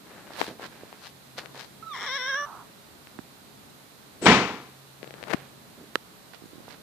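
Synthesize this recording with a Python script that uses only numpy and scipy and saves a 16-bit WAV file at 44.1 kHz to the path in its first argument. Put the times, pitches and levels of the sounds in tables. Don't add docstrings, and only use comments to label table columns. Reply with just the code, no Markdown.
import sys
import numpy as np
from scipy import signal
from scipy.fft import rfft, irfft
from scipy.io import wavfile
from scipy.ndimage import uniform_filter1d

SR = 44100
rng = np.random.default_rng(int(sys.argv[2]) if len(sys.argv) > 2 else 0)


def generate_wav(sig):
    pcm = np.round(np.clip(np.atleast_2d(sig).T, -1, 1) * 32767).astype(np.int16)
    wavfile.write(sys.argv[1], SR, pcm)


N = 300762
TIME, FREQS = np.arange(N) / SR, np.fft.rfftfreq(N, 1 / SR)
IN_TRILL = (TIME > 1.8) & (TIME < 2.7)


def gain_of(db):
    return 10 ** (np.asarray(db) / 20)


def unit_rms(x):
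    return x / np.sqrt(np.mean(x ** 2) + 1e-20)


def at_hz(table, hz):
    table_hz, value = np.transpose(table)
    return np.interp(np.log(hz + 1), np.log(table_hz + 1), value)


def curve(table, column):
    rows = np.array(table)
    return np.interp(TIME, rows[:, 0], rows[:, column])


def envelope(table, column):
    gate = uniform_filter1d(1.0 * (TIME > table[0][0]) * (TIME < table[-1][0]), size=200)
    return gain_of(curve(table, column)) * gate


def since(start_s):
    return np.maximum(TIME - start_s, 0)


def add(mix, start_s, sound):
    part = mix[:, max(round(start_s * SR), 0):][:, :sound.shape[1]]
    part += sound[:, :part.shape[1]]


def pan(side_db):
    left = gain_of(np.atleast_1d(side_db))
    return 2 * np.array([left, np.ones_like(left)]) / (1 + left)


def drift(cutoff_hz):
    return unit_rms(irfft(rfft(rng.standard_normal(N)) * np.exp(-(FREQS / cutoff_hz) ** 2), N))


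def resonate(x, hz, width_hz):
    carrier = np.exp(2j * np.pi * np.cumsum(hz) / SR)
    pole = np.exp(-np.pi * width_hz / SR)
    baseband = x / carrier + 1e-18
    for _ in range(4):
        baseband = signal.lfilter([1 - pole], [1, -pole], baseband)
    return 2 * (carrier * baseband).real


def noise_pair(spectrum, coherence, balance):
    common, separate = rfft(rng.standard_normal((2, N)))
    alike = np.clip(at_hz(coherence, FREQS), 0, 1)
    pair = np.array([common, alike * common + np.sqrt(1 - alike ** 2) * separate])
    pair = irfft(pair * pan(at_hz(balance, FREQS)) * gain_of(at_hz(spectrum, FREQS)), N)
    return pair / np.std(pair.mean(0))


def outdoor_air(level_db=-52.5, swell_depth=0.19):
    # (frequency [Hz], density [dB])
    spectrum = [(15, -63), (25, -16.5), (130, -4.5), (210, -1.5), (388, -8), (420, -3), (455, -12),
                (493, -8.5), (775, -10), (1130, -11.5), (2250, -16.5), (3100, -17.5), (4040, -14.5),
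                (5410, -21.5), (14500, -22.5)]
    # (frequency [Hz], coherence [ratio])
    coherence = [(60, 0.33), (130, 0.5), (290, 0.43), (640, 0.25), (1410, -0.25), (3100, -0.3),
                 (6820, -0.95), (15000, -0.29)]
    # (frequency [Hz], left-right [dB])
    balance = [(60, 0), (110, 2.5), (200, 1), (380, -0.5), (700, -1.5), (1290, -3.5), (2380, -1.5),
               (4400, -6.5), (8120, -4.5), (15000, -4.5)]
    air = noise_pair(spectrum, coherence, balance) * gain_of(level_db)
    low = signal.sosfilt(signal.butter(1, 600, fs=SR, output="sos"), air)
    return air + swell_depth * drift(2.0) * low


def far_hum(pitch_hz=136, rest_db=-68.5):
    # (peak time [s], half length [s], level [dB])
    swells = [(1.542, 0.37, -65), (5.15, .6, -62)]
    swell = sum(gain_of(db) * np.exp(-((TIME - s) / half_s) ** 4) for s, half_s, db in swells)
    tone = np.sqrt(2) * np.sin(2 * np.pi * np.cumsum(pitch_hz * (1 + 0.02 * drift(9.7))) / SR)
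    return (gain_of(rest_db) + swell) * tone * gain_of(2 * drift(8.2))


def shuffles(scuffs_per_s=14, rise_s=0.07, fall_s=0.07, spread_db=1.5):
    # (start [s], end [s], level [dB], band centre [Hz], left-right [dB])
    spells = [(0.111, .34, -48.5, 840, 4.5), (.74, 1.02, -52, 960, -2), (5.098, 5.3, -50.5, 676, 17)]
    rows = []
    for start_s, end_s, db, hz, side_db in spells:
        for s in np.arange(start_s, end_s, 1 / scuffs_per_s):
            peak_s = s + rng.uniform(-0.6, 0.5) / scuffs_per_s
            rows.append((peak_s, rise_s, fall_s, db + spread_db * rng.standard_normal(), hz, side_db))
    return rows


def scuffs(grain_db=3.5, grains_per_s=800, hiss=0.14, fizz_db=-11, band_octaves=3.23):
    # (peak time [s], rise [s], fall [s], level [dB], band centre [Hz], left-right [dB])
    strokes = [(.408, 0.08, 0.041, -38.5, 1700, -14), (.41, 0.028, 0.033, -35, 610, 28),
               (.41, 0.054, 0.089, -43, 9000, -15), (.475, 0.035, 0.05, -39.5, 1700, 3),
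               (.499, 0.024, 0.05, -40.5, 286, -4), (.628, .03, 0.04, -38, 755, 6),
               (.652, 0.049, 0.033, -43.5, 1700, -29), (1.068, .066, 0.033, -43.5, 2040, 7.5),
               (1.385, .012, 0.028, -32.5, 1780, 2.5), (1.44, 0.028, 0.056, -46, 604, 11),
               (1.56, .014, 0.069, -45.5, 800, -4), (1.6, .06, 0.059, -41.5, 2010, 11),
               (5.318, 0.046, .015, -33.5, 800, 20), (5.335, 0.0079, 0.015, -25.5, 790, 29),
               (5.355, .018, 0.12, -45, 1040, -9), (5.782, 0.0075, 0.091, -44.5, 149, -4),
               (6.34, .008, 0.026, -46, 1640, -19), (6.714, .045, 0.047, -47, 1650, -16)]
    out, t = np.zeros((2, N)), TIME[:SR // 2]
    hz, shape = np.fft.rfftfreq(len(t), 1 / SR), (2, len(t))
    alike = 1 / (1 + (hz / 2200) ** 2)
    for peak_s, rise_s, fall_s, db, centre_hz, side_db in list(strokes) + shuffles():
        low_hz, high_hz = centre_hz / 2 ** (band_octaves / 2), centre_hz * 2 ** (band_octaves / 2)
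        sizes = gain_of(grain_db * np.minimum(rng.exponential(1, shape), 3))
        grains = rng.standard_normal(shape) * (hiss + sizes * (rng.random(shape) < grains_per_s / SR))
        band = 1 / (1 + (hz / high_hz) ** 6) + gain_of(fizz_db) / (1 + (hz / (4 * high_hz)) ** 2)
        band /= np.sqrt((1 + (low_hz / (hz + 1)) ** 4) * (1 + hz / 1500))
        common, separate = rfft(grains) * band
        pair = unit_rms(irfft(np.array([common, alike * common + np.sqrt(1 - alike ** 2) * separate])))
        start_s = max(peak_s - 2 * rise_s, 0)
        past_peak_s = t + start_s - peak_s
        distance = np.where(past_peak_s < 0, -past_peak_s / rise_s, past_peak_s / fall_s)
        swell = np.exp(-1.5 * distance ** 1.61) * np.minimum(t / 0.0029, 1)
        add(out, start_s, pan(side_db) * gain_of(db) * swell * pair)
    return out


def taps(snap_hz=2300, snap_s=0.00022, ring_cycles=0.41):
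    # (time [s], level [dB], pitch [Hz], snap [0-1], left-right [dB])
    hits = [(.306, -27.5, 780, 0.13, -4), (.4149, -3.5, 760, 0.59, 30), (.48, -26, 320, .13, 4),
            (.596, -26, 686, .13, 5), (.834, -29.5, 418, 0.03, -4), (.928, -25.5, 810, .48, 22),
            (1.395, -21.5, 1410, 1, -5), (1.459, -23.5, 1300, 1, 22), (1.547, -29.5, 815, 0.2, -6),
            (3.072, -29.5, 1500, .95, 15), (3.1888, -25.5, 1100, .02, -13), (3.19, -24.5, 220, 0.3, -21),
            (5.03, -21, 447, 0.65, 25), (5.2286, -20, 540, 0.77, 29), (5.2387, -20.5, 1190, 1, 23),
            (5.312, -16.5, 500, .74, 25), (5.3378, -20, 603, 0.85, 22), (5.343, -14, 224, 0.15, 31),
            (6.336, -30, 1400, 0.1, -15), (6.681, -28.5, 770, .02, -8)]
    out, t = np.zeros((2, N)), TIME[:1500]
    crack = np.exp(-t / snap_s) * np.sin(2 * np.pi * snap_hz * t)
    for s, db, hz, snap, side_db in list(hits) + slips():
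        age = hz * t / ring_cycles
        thud = age ** 2 * np.exp(-2 * age) * np.cos(2 * np.pi * hz * t)
        tap = (1 - snap) * thud / abs(thud).max() + snap * crack / crack.max()
        add(out, s, pan(side_db) * gain_of(db) * tap)
    return out


def slips(jitter_s=0.00056, spread_db=1):
    # (start [s], length [s], rate [1/s], level [dB], pitch [Hz], snap [0-1], left-right [dB])
    runs = [(0.4147, .035, 72, -21, 960, 0.8, 22), (5.044, .1, 31.5, -25, 520, .72, 21),
            (6.421, .05, 56, -36, 242, 0.2, -35), (6.532, .085, 42, -37.5, 254, .05, -31)]
    return [(s + jitter_s * rng.standard_normal(), db + spread_db * rng.standard_normal(), hz, snap, side)
            for start_s, length_s, slips_per_s, db, hz, snap, side in runs
            for s in np.arange(start_s, start_s + length_s, 1 / slips_per_s)]


def camera_body(x, level_db=-3, low_cut_hz=90):
    # (frequency [Hz], width [Hz], gain [dB])
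    resonances = [(374, 400, -3.5), (1640, 330, -7.5), (4240, 1160, -2.5)]
    ring = sum(gain_of(db) * signal.lfilter(*signal.iirpeak(hz, hz / width_hz, SR), x)
               for hz, width_hz, db in resonances)
    highpass = signal.butter(2, low_cut_hz, "high", fs=SR, output="sos")
    return gain_of(level_db) * signal.sosfilt(highpass, x + ring)


def folds(hz, tilt_db_per_octave, even_db, partials):
    cycles = np.cumsum(hz[IN_TRILL]) / SR
    out = np.zeros(N)
    for k in range(1, partials + 1):
        db = tilt_db_per_octave[IN_TRILL] * np.log2(k) + even_db * (k % 2 == 0)
        out[IN_TRILL] += gain_of(db) * np.cos(2 * np.pi * k * cycles)
    return out


def throat(drive, rms, open_s=1.855, shut_s=2.483):
    # (shut [Hz], open [Hz], width [Hz], shut gain [dB], open gain [dB])
    formants = [(553, 430, 680, 1.5, -11), (980, 1156, 1130, -13, 2.5), (1100, 1934, 990, 17.5, 6.5),
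                (2940, 3510, 1330, -11.5, 1), (5960, 5450, 720, -2.5, -1), (8110, 6400, 5800, -46, -17)]
    opening = 1 - np.minimum(since(open_s)[IN_TRILL] / (shut_s - open_s), 1) ** 3.96
    voice, out = 0, np.zeros(N)
    for k, (shut_hz, open_hz, width_hz, shut_db, open_db) in enumerate(formants):
        hz = shut_hz + (open_hz - shut_hz) * opening
        db = shut_db + (open_db - shut_db) * opening
        voice += (-1) ** k * gain_of(db) * resonate(drive[IN_TRILL], hz, width_hz)
    out[IN_TRILL] = voice / np.sqrt(abs(uniform_filter1d(voice ** 2, size=700)) + 1e-14)
    return out * rms


def squeak(throb_hz=22.3, throb_db=7.5, throb_fade_s=0.067):
    # (time [s], pitch [Hz], level [dB])
    contour = [(1.826, 1318, -46), (1.828, 1324, -48), (1.888, 1316, -41.5), (1.946, 1081, -37),
               (1.968, 938, -38)]
    start_s = contour[0][0]
    age_s = since(start_s)
    throb = np.exp(-age_s / throb_fade_s) * np.cos(2 * np.pi * throb_hz * since(start_s + 0.0043))
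    hz = curve(contour, column=1) * (1 + 0.0089 * drift(125))
    pulses = folds(hz, tilt_db_per_octave=np.minimum(-11.5 + 70 * age_s, 0), even_db=-7, partials=6)
    return throat(pulses, envelope(contour, column=2) * gain_of(throb_db * throb))


def creak(puff_s=0.001):
    # (time [s], slap rate [1/s], level [dB])
    contour = [(1.935, 315, -43), (1.966, 278, -40.5), (1.992, 153, -42.5), (2.03, 225, -34.5),
               (2.06, 207, -37.5), (2.09, 180, -63)]
    cycles = np.cumsum(curve(contour, column=1) * np.exp(0.16 * drift(200))) / SR
    slaps = np.diff(np.floor(cycles), prepend=0) * np.exp(0.15 * drift(200))
    puffs = signal.lfilter([1], [1, -np.exp(-1 / (puff_s * SR))], slaps) * rng.standard_normal(N)
    return throat(slaps + 0.15 * puffs, envelope(contour, column=2))


def breath(rise_s=0.0068, sag_db_per_s=35, release_s=0.022):
    # (start [s], length [s], level [dB])
    puffs = [(1.96, 0.13, -39), (2.444, 0.18, -42)]
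    flow = np.zeros(N)
    for start_s, length_s, db in puffs:
        age_s = since(start_s)
        gate = (1 - np.exp(-age_s / rise_s)) * np.exp(-since(start_s + length_s) / release_s)
        flow += gain_of(db - sag_db_per_s * age_s) * gate
    air = signal.sosfilt(signal.butter(1, 2500, fs=SR, output="sos"), rng.standard_normal(N))
    return throat(air, flow)


def mew(flutter_hz=92, steady_hz=610, slack_hz=510, settle_s=0.035, relax_s=2.33, hoarse_db=-17):
    # (time [s], pitch [Hz], level [dB])
    contour = [(2.062, 599, -33), (2.092, 501, -33.5), (2.17, 567.5, -29.5), (2.182, 507.7, -35),
               (2.212, 500, -32.5), (2.234, 521.5, -33), (2.244, 504.4, -33.5), (2.3, 558.3, -28),
               (2.32, 531.6, -30), (2.346, 532.5, -26.5), (2.372, 579.3, -29.5), (2.455, 583, -33.5)]
    pitch_hz = curve(contour, column=1)
    slack = np.clip((steady_hz - pitch_hz) / (steady_hz - slack_hz), 0, 1)
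    depth = np.maximum(slack, np.exp(-since(contour[0][0]) / settle_s))
    flutter = depth * np.sin(2 * np.pi * np.cumsum(flutter_hz * (1 + 0.148 * drift(40.3))) / SR)
    hz = pitch_hz * (1 + 0.017 * flutter + 0.0059 * drift(202))
    tilt_db_per_octave = 0.5 - 12 * np.minimum(since(relax_s), 0.2)
    pulses = folds(hz, tilt_db_per_octave, even_db=-2.5, partials=11)
    leak = gain_of(hoarse_db) * np.diff(rng.standard_normal(N + 1)) * SR / (2 * np.pi * 2000)
    return throat(pulses * (1 + leak), envelope(contour, column=2)) * (1 + 0.09 * flutter)


def cat():
    # (frequency [Hz], left-right [dB])
    balance = [(300, -24), (700, 8.5), (1300, -11.5), (2400, 9), (4400, 32), (6000, 34), (9000, 3)]
    trill = squeak() + creak() + breath() + mew()
    return irfft(rfft(trill) * pan(at_hz(balance, FREQS)), N)


def garden(x, wet_db=-15, t60_s=0.18):
    t = TIME[:SR // 2]
    echoes = rng.standard_normal((2, len(t))) * (rng.random((2, len(t))) < 0.05)
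    echoes *= gain_of(-60 * t / t60_s) * (t > 0.006)
    return x + gain_of(wet_db) * signal.fftconvolve(x, echoes / np.linalg.norm(echoes[0]), axes=1)[:, :N]


def slam(ring_db=5, ring_rise_s=0.0078, left_lag_s=0.00008):
    # (time [s], level [dB])
    drag_levels = [(4.214, -46), (4.224, -31), (4.241, -29), (4.251, -27), (4.262, -23)]
    # (frequency [Hz], density [dB])
    drag_spectrum = [(50, -22), (200, -7.5), (420, -4), (900, -19), (2500, -22), (6500, -30), (7400, -27),
                     (7900, -14.5), (8500, -27), (12000, -52)]
    # (time [s], level [dB], rise [s], decay time [factor])
    blows = [(4.2567, -12, 0.0016, 0.29), (4.263, -4, 0.0015, 0.13), (4.278, -10, 0.0034, 0.99),
             (4.314, -16, 0.0046, 0.81)]
    # (frequency [Hz], density [dB])
    blow_spectrum = [(21, -53), (35, -30), (66, -7), (103, -7), (174, -6), (208, 0.5), (310, -5),
                     (440, -6.5), (487, -4), (552, -10), (1030, -6), (1620, -10.5), (2300, -10),
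                     (6770, -28), (14000, -56)]
    # (frequency [Hz], t60 [s])
    decay = [(60, 0.58), (250, 0.59), (1000, 0.6), (2500, 0.55), (6000, 0.59), (11000, 0.43)]
    # (frequency [Hz], level [dB])
    echo_tones = [(131.2, -39), (182.4, -33), (203.9, -36), (249.0, -35), (283.3, -36), (304.8, -36),
                  (363.4, -34), (396.3, -39), (417.9, -40), (442.1, -39), (476.4, -38), (518.1, -39),
                  (721.4, -39), (758.4, -39), (802.1, -40), (835.1, -38), (886.9, -39), (1018.1, -36),
                  (1053.8, -39), (1248.3, -37), (1393.6, -40), (1554.4, -42), (1764.4, -41), (2006.6, -41),
                  (2035.6, -43), (2082.0, -42), (2230.7, -42), (2273.1, -39)]
    # (frequency [Hz], coherence [ratio])
    coherence = [(60, 0.49), (130, 1), (290, 0.94), (640, 1), (1410, 0.83), (3100, 0.14), (6820, 0.0),
                 (15000, 0)]
    # (frequency [Hz], left-right [dB])
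    balance = [(60, -2), (110, -4.5), (200, -1), (380, -1.5), (700, -1.5), (1290, 2), (2380, 13.5),
               (4400, 18.0), (8120, 24), (15000, -21)]
    out = noise_pair(drag_spectrum, coherence, balance) * envelope(drag_levels, column=1)
    t = TIME[:SR]
    bursts = noise_pair(blow_spectrum, coherence, balance)[:, :len(blows) * SR].reshape(2, -1, SR)
    bin_hz, age_s, spectra = signal.stft(bursts, SR, nperseg=512)
    diffuse_db = -1 - 3 / (1 + (bin_hz[:, None] / 700) ** 2)
    for k, (s, db, rise_s, stretch) in enumerate(blows):
        t60_s = stretch * at_hz(decay, bin_hz)[:, None]
        tail = signal.istft(spectra[:, k] * gain_of(diffuse_db - 60 * age_s / t60_s), SR)[1][:, :SR]
        add(out, s, gain_of(db) * tail * (1 - np.exp(-t / rise_s)))
    for hz, db in echo_tones:
        level = 2 * gain_of(db + ring_db - 60 * t / at_hz(decay, hz)) * (1 - np.exp(-t / ring_rise_s))
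        tone = level * np.sin(2 * np.pi * (hz * t + rng.random()))
        add(out, blows[1][0], pan(at_hz(balance, hz)) * tone)
    left = irfft(rfft(out[0]) * np.exp(-2j * np.pi * FREQS * left_lag_s), N)
    return np.array([left, out[1]])


def knock(start_s=5.9562, low_cut_hz=260):
    # (frequency [Hz], level [dB], t60 [s], left-right [dB])
    modes = [(500, -15.5, 0.012, -4), (1320, -23, 0.022, 0), (1700, -8.5, 0.0062, -18),
             (2800, -12.5, .0035, -31), (3900, -23.5, 0.0087, -23), (7700, -32, 0.0017, -14)]
    out, t = np.zeros((2, N)), TIME[:SR // 20]
    for hz, db, t60_s, side_db in modes:
        add(out, start_s, pan(side_db) * gain_of(db - 60 * t / t60_s) * np.sin(2 * np.pi * hz * t))
    return signal.sosfilt(signal.butter(2, low_cut_hz, "high", fs=SR, output="sos"), out)


def scene():
    return garden(cat()) + slam() + camera_body(taps() + scuffs()) + knock() + outdoor_air() + far_hum()


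def record(dry):
    rumble_hz, edge_hz = 48, 14730
    lean = irfft(rfft(dry) / np.sqrt(1 + (rumble_hz / (FREQS + 1)) ** 6), N)
    lowpass = signal.firwin(511, edge_hz, window=("kaiser", 9), fs=SR)
    return signal.oaconvolve(np.clip(lean, -1, 1), lowpass[None], "same", axes=1)


dry = scene()
out = record(dry)
generate_wav(out)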